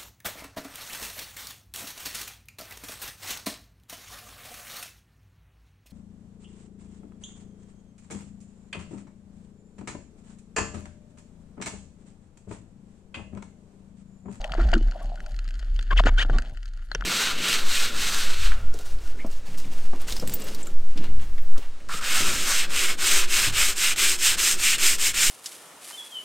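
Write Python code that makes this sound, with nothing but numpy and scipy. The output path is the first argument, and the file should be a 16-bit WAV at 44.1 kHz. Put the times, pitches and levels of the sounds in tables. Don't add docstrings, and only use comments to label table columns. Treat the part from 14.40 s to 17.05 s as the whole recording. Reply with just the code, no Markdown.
import sys
import numpy as np
from scipy import signal
from scipy.fft import rfft, irfft, next_fast_len
from scipy.io import wavfile
from scipy.ndimage import map_coordinates

SR = 44100
rng = np.random.default_rng(int(sys.argv[2]) if len(sys.argv) > 2 else 0)


def attenuation_scalar(level_db):
    decades = np.asarray(level_db, float) / 20
    return 10 ** decades


def unload_audio(sound):
    columns = np.transpose(np.atleast_2d(sound))
    steps = np.round(np.clip(columns, -1, 1) * 32767)
    wavfile.write(sys.argv[1], SR, steps.astype(np.int16))


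N = 116865
T = np.arange(N) / SR

# [t/s, fizz level/dB, air pocket over fizz/dB, slosh over fizz/dB]
WASH = [(0, -52.5, -2, -22), (.08, -53.5, -5, -29), (.2, -46, -11, -16), (.3, -48, -13, -20),
        (.45, -54, -13.5, -22), (.78, -57.5, -8.5, -22), (1.0, -58, -20, -27.5), (1.45, -55.5, -30.5, -28),
        (1.68, -51.5, -14, -14), (1.78, -54, -22, -34), (1.95, -52, -3.5, -4.5), (2.04, -55.5, -17, -17),
        (2.12, -58, -12.5, -15), (2.2, -61, -33, -28.5), (2.48, -62, -29, -32), (2.6, -54, -15, -17.5)]
SNAP_T60_S = 0.013


def unit(x):
    return x / np.sqrt(np.mean(x ** 2) + 1e-20)


def along(points, hz):
    f, value = np.transpose(points)
    return np.interp(np.log(hz + 1), np.log(f + 1), value)


def curves(rows):
    s, *columns = np.transpose(rows)
    return [np.interp(T, s, column) for column in columns]


def wobble(rate, size=N):
    return map_coordinates(rng.standard_normal(N // 8), [np.arange(size) * rate / SR])


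def filtered(x, response):
    m = next_fast_len(N + SR // 2)
    return irfft(rfft(x, m) * response(np.fft.rfftfreq(m, 1 / SR)), m)[..., :N]


def modes(x, table):
    def response(f):
        total = 0
        for k, (center, width, db) in enumerate(table):
            damping = 1j * f * width
            total = total + (-1) ** k * attenuation_scalar(db) * damping / (center * center - f * f + damping)
        return total
    return filtered(x, response)


def add(track, s, sound):
    part = track[..., round(s * SR):][..., :sound.shape[-1]]
    part += sound[..., :part.shape[-1]]


def stroke(length, edge_s):
    t = np.arange(round(length * SR)) / SR
    return t, np.clip(np.minimum(t, length - t) / edge_s, 0, 1)


def swell():
    # [t/s, level/dB]
    swell_levels = [(0, -27), (.13, -34.5), (.21, -15.5), (.46, -17.5), (.58, -39.5), (.7, -28.5),
                    (.8, -36), (1.0, -26), (1.22, -31.5), (1.35, -22.5), (1.47, -29), (1.55, -20),
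                    (1.73, -15.5), (1.82, -23), (1.95, -17), (2.07, -36), (2.3, -31.5), (2.65, -32.5)]
    pitch_hz = 31 * (1 + 0.2 * wobble(16))
    tone = np.sqrt(2) * np.sin(2 * np.pi * np.cumsum(pitch_hz) / SR)
    membrane = [(31.2, 22.0, 0)]
    lumps = unit(modes(modes(rng.standard_normal(N), membrane), membrane))
    return attenuation_scalar(curves(swell_levels)[0] + 1.64 * wobble(36.25)) * (tone + attenuation_scalar(-9) * lumps)


def crackling_wash():
    t = np.arange(SR // 16) / SR
    grains_per_s, spread_db, tint_db = 290, 2.5, 5
    spikes = (rng.random(N) < grains_per_s / SR) * attenuation_scalar(spread_db * rng.exponential(size=N))
    tint = attenuation_scalar(tint_db * np.array([wobble(74), wobble(59.75), wobble(66.0)]))
    grains = signal.fftconvolve(spikes, attenuation_scalar(-90 * t / SNAP_T60_S))[:N] * tint
    envelope = attenuation_scalar(1.7 * wobble(24.86)) + attenuation_scalar(-2) * unit(grains)
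    wash = attenuation_scalar(curves(WASH)[0] + 7.0) * envelope * rng.standard_normal((3, N))
    wash[0] *= attenuation_scalar(-2 + 2 * wobble(18))
    return wash


def gurgle():
    # [f/Hz, width/Hz, level/dB]
    pocket = [(610, 108, 0), (765, 180, -2)]
    # [f/Hz, density level/dB per Hz]
    slosh_spectrum = [(26, -23), (45, -2), (52, -27), (64, -30), (205, -21.5), (550, -40.5), (720, -79),
                      (1210, -120)]
    # [t/s, level/dB, f/Hz, life/cycles]
    bubbles = [(0.137, -16.5, 1355, 4), (.15, -21, 665, 5.7), (.182, -21.5, 338, 17.4),
               (.193, -24, 670, 16), (0.199, -25.5, 1387, 37), (0.21, -26, 1350, 13),
               (0.33, -15.5, 680, 10.2), (.11, -29, 148, 4), (.333, -24, 1390, 15), (0.336, -17, 2830, 35),
               (0.775, -40, 1453, 32), (0.921, -33, 135, 1.7), (2.121, -26, 101, 1.9),
               (0.343, -19, 341, 13), (0.355, -26, 1418, 21), (.366, -27.5, 1500, 9),
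               (0.379, -36, 1300, 12), (0.355, -20, 222.6, 15), (.366, -17.5, 317, 9.7),
               (0.411, -23.5, 313, 4.5), (.612, -36.5, 682, 17), (.615, -44.5, 1121, 46),
               (.718, -32.5, 706, 27), (1.076, -40.5, 161, 3.8), (1.601, -21.5, 189, 2.87),
               (1.65, -18, 300, 1.6), (1.657, -8.5, 270, 2.1), (1.662, -14.5, 330, 2.3),
               (1.669, -1, 586, 1.7), (1.681, -12.5, 57, 3.3), (1.85, -32, 300, 5.8),
               (1.897, -5, 437, 1.08), (1.903, -23, 117, 4.7), (2.516, -20, 4280, 24),
               (2.519, -34, 4100, 74), (2.549, -8.5, 5770, 27), (2.549, -21, 2760, 10),
               (2.549, -29, 149, 3.5), (2.554, -26.5, 460, 4.7), (2.623, -18.5, 1380, 6.4),
               (2.64, -32, 3210, 16.6)]
    fizz_db, pocket_db, slosh_db = curves(WASH)
    blip_db = 3

    blips = attenuation_scalar(blip_db * wobble(70)) * rng.standard_normal(N)
    hum = unit(modes(modes(blips, pocket), [(686, 1000, 0)]))
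    out = attenuation_scalar(fizz_db + pocket_db + 13.5 + 3.1 * wobble(11)) * hum

    slosh = unit(filtered(rng.standard_normal(N), lambda f: attenuation_scalar(along(slosh_spectrum, f))))
    out += attenuation_scalar(fizz_db + slosh_db + 31.5 + blip_db * wobble(30.05)) * slosh

    for s, db, hz, cycles in bubbles:
        u = np.arange(round(2 * cycles / hz * SR)) / SR * hz
        envelope = attenuation_scalar(db - 26 * u / cycles) * (1 - np.exp(-u / 0.22)) ** 2
        rise = 1 + 0.01 * u / cycles
        add(out, s, envelope * np.sin(2 * np.pi * u * rise))
    return out


def impacts():
    # [t/s, peak level/dB, mid level/dB, treble level/dB]
    snaps = [(0.0426, -30.5, 17.5, 8.5), (0.12, -24.5, 7.5, 2), (0.2876, -34, 8.5, -12),
             (0.9899, -38, 8, 12), (1.3624, -44, 16.5, 14), (1.3912, -27.5, 10, -2.5),
             (1.6373, -27, 6, -19), (1.8489, -33, 9, -27), (1.8979, -17.5, -31, -16),
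             (1.9847, -18, -2.5, 3.5), (2.5154, -20, -7, -8), (2.5485, -14, 5, -5.5), (2.609, -25, 0, -4)]
    # [t/s, peak level/dB, treble level/dB]
    ticks = [(0.0144, -38, 12), (0.0954, -31.5, -24), (0.1841, -27, -16), (0.3165, -34.5, 10),
             (0.3375, -18.5, 6), (0.5116, -48.5, 22), (0.6575, -40.5, 12), (0.7563, -45, 16.5),
             (0.8034, -34.5, 4), (0.8622, -35.5, 9), (1.078, -39.5, 10.5), (1.1071, -36.5, 8),
             (1.154, -41.5, 9.5), (1.1932, -39.5, 10.5), (1.4265, -35.5, 11.5), (2.021, -33, 9),
             (2.172, -35, 4.5), (2.23, -37.5, 6), (2.2563, -46, 19.5), (.0075, -48, 15.5), (.0762, -55, 14),
             (0.141, -28, 3), (0.2152, -39, 15), (0.29, -34, 6), (0.379, -42, 13), (.427, -46.5, 13),
             (0.4738, -48, 13.5), (.52, -36, 4), (.6434, -50, 16), (0.893, -50.5, 12), (.909, -53, 19),
             (0.9187, -50, 16), (0.9433, -44.5, 9.5), (0.964, -49, 17), (1.0435, -51, 17.5),
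             (1.088, -39.5, 11.5), (1.1413, -43, 10.5), (1.2, -47, 13), (1.227, -34.5, -5),
             (1.2455, -52, 13), (1.344, -56, 22), (1.41, -37.5, 9), (1.615, -54, 19), (1.7384, -41, 6),
             (1.7624, -36, -1), (2.0497, -41.5, 4), (2.0956, -42.5, 8), (2.147, -52, 8), (2.279, -54, 17),
             (2.287, -55, 19.5), (2.335, -49, 13), (2.365, -49, 4), (2.373, -42.5, 5), (2.424, -43, 1),
             (2.58, -65, 10), (2.595, -47, -8)]
    force, t = np.zeros((4, N)), np.arange(SR // 16) / SR
    ring_db, ring_t60_s = -16, 0.05
    fade = attenuation_scalar(-60 * t / SNAP_T60_S) + attenuation_scalar(ring_db - 60 * t / ring_t60_s)
    blows = [*snaps, *[(s, db, high_db / 2, high_db) for s, db, high_db in ticks]]
    for s, db, mid_db, high_db in blows:
        gains = attenuation_scalar(db + 5 + np.array([[-high_db / 2], [0], [mid_db], [high_db]]))
        add(force, s, gains * fade * np.sign(rng.standard_normal(len(t))))
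    return force


def rubs():
    # [t/s, length/s, level/dB, mid level/dB, treble level/dB]
    scrapes = [
        (0.174, 0.063, -48, -10, -27),
        (0.331, 0.012, -30.5, 1, -29),
        (1.506, 0.029, -38, 1.5, -11),
        (1.559, 0.017, -44.5, 3, -14),
        (1.575, 0.03, -43.5, 17.5, 7),
        (1.653, 0.023, -40.5, -8, 4),
        (1.659, .038, -31.5, -2.5, -21),
        (1.779, 0.057, -39.5, 12.5, 5),
        (1.927, 0.075, -53, -5, 0),
    ]
    force, edge = np.zeros((4, N)), 0.25
    for s, length, db, mid_db, high_db in scrapes:
        t, envelope = stroke(length * (1 + edge), length * edge)
        grit = attenuation_scalar(2.0 * wobble(582, size=len(t))) * rng.standard_normal((4, len(t)))
        gains = attenuation_scalar(db + 14.5 + np.array([[5], [0], [mid_db], [high_db]]))
        add(force, s - length * edge / 2, gains * envelope * grit)
    return force


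def squeaks():
    # [t/s, length/s, level/dB, first f/Hz, last f/Hz]
    glides = [(0.399, 0.038, -51.5, 3000, 2980), (1.506, 0.0101, -21.5, 1734, 1540),
              (1.515, 0.021, -25, 1038, 1097), (1.57, 0.0163, -26, 3116, 2350),
              (1.572, 0.011, -26.5, 3076, 3567), (1.585, 0.01096, -18.5, 2257, 1273),
              (1.593, 0.01085, -18, 1283, 827), (1.599, 0.0091, -17.5, 729, 610),
              (1.663, 0.0101, -17.5, 1278, 1665), (1.66, 0.016, -37, 7470, 7240),
              (1.675, 0.02, -36, 6140, 7270), (1.777, 0.034, -24, 1417, 2026),
              (1.781, 0.0197, -25, 2885, 3790), (1.806, 0.014, -23, 2860, 3170),
              (1.807, 0.0162, -28, 2146, 2550), (1.814, 0.02, -30.5, 1380, 1864),
              (1.818, 0.017, -31, 3100, 3000), (1.926, 0.043, -51, 3610, 3600),
              (1.927, 0.0196, -45.5, 3080, 3170), (1.93, 0.046, -42, 1143, 1125)]
    overtone_db, flutter_db, jitter = -12, 2, 0.03
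    out = np.zeros(N)
    for s, length, db, first_hz, last_hz in glides:
        t, envelope = stroke(length, 0.0018)
        hz = first_hz * (last_hz / first_hz) ** (t / length) * (1 + jitter * wobble(889, size=len(t)))
        phase = 2 * np.pi * np.cumsum(hz) / SR
        tone = np.zeros(len(t))
        for k in range(3):
            flutter = flutter_db * wobble(387, size=len(t))
            tone += attenuation_scalar(overtone_db * k + flutter) * np.sin((k + 1) * phase)
        add(out, s, attenuation_scalar(db) * envelope * tone)
    return out


def stiff(x):
    first_hz = 1127
    return filtered(x, lambda f: (f * f / (f * f - first_hz ** 2 - 1j * f * first_hz)) ** 2)


def housing(force):
    # [f/Hz, width/Hz, level/dB]
    body_modes = [(550, 1680, -3)]
    low_modes = [(1423, 252, 3.5), (1970, 590, -3)]
    mid_modes = [(2400, 5400, -44), (3000, 570, -3), (3830, 345, -17)]
    high_modes = [(4440, 745, -5), (6450, 355, -4), (6910, 1180, -7.5)]
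    body, low, mid, high = force
    jolt = modes(modes(body, body_modes), body_modes)
    return jolt + stiff(modes(high, high_modes) - modes(low, low_modes) - modes(mid, mid_modes))


def membrane_loss(x):
    return filtered(x, lambda f: 1 / (1 + 1j * f / 10220) ** 5)


def ports(x):
    # [f/Hz, left over right/dB]
    louder = [(200, 0.46), (1200, 3), (3300, 4), (5200, -2), (9000, 0.5)]
    # [f/Hz, phase lead/rad]
    leads = [(60, 0.044), (220, -0.11), (860, -0.64), (1210, -0.44), (2670, -1.26), (3620, -1.42),
             (4390, -0.81), (5770, 0.38)]
    # [f/Hz, level/dB]
    apart = [(100, -27), (1500, -15), (5000, -6.5), (9000, -23.5), (14000, -13)]
    side = np.array([[.5], [-.5]])
    pair = filtered(x, lambda f: attenuation_scalar(side * along(louder, f)) * np.exp(1j * side * along(leads, f)))
    slow = np.array([wobble(8.03), wobble(7.4)])
    fast = np.array([wobble(250), wobble(250)])
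    bass = filtered(x, lambda f: f < 300)
    rattle = bass * slow + (x - bass) * fast
    return pair + filtered(rattle, lambda f: attenuation_scalar(along(apart, f)))


def scene():
    force = impacts() + rubs()
    force[1:] += crackling_wash()
    inside = housing(force) + squeaks() + gurgle()
    return ports(membrane_loss(inside) + swell())


def capsule_hiss(shape):
    # [f/Hz, width/Hz, level/dB]
    hiss_band = [(8300, 13000, -69.5)]
    noise = attenuation_scalar(4.5 * wobble(70)) * rng.standard_normal(shape)
    hiss = modes(modes(noise, hiss_band), [(8000, 14000, 0.02)])
    return filtered(hiss, lambda f: 1 / (1 + (f / 13400) ** 10))


def low_pass(x):
    return signal.sosfilt(signal.butter(12, 15520, fs=SR, output="sos"), x)


def record(dry):
    return low_pass(dry + capsule_hiss(dry.shape))


dry = scene()
out = record(dry)
unload_audio(out)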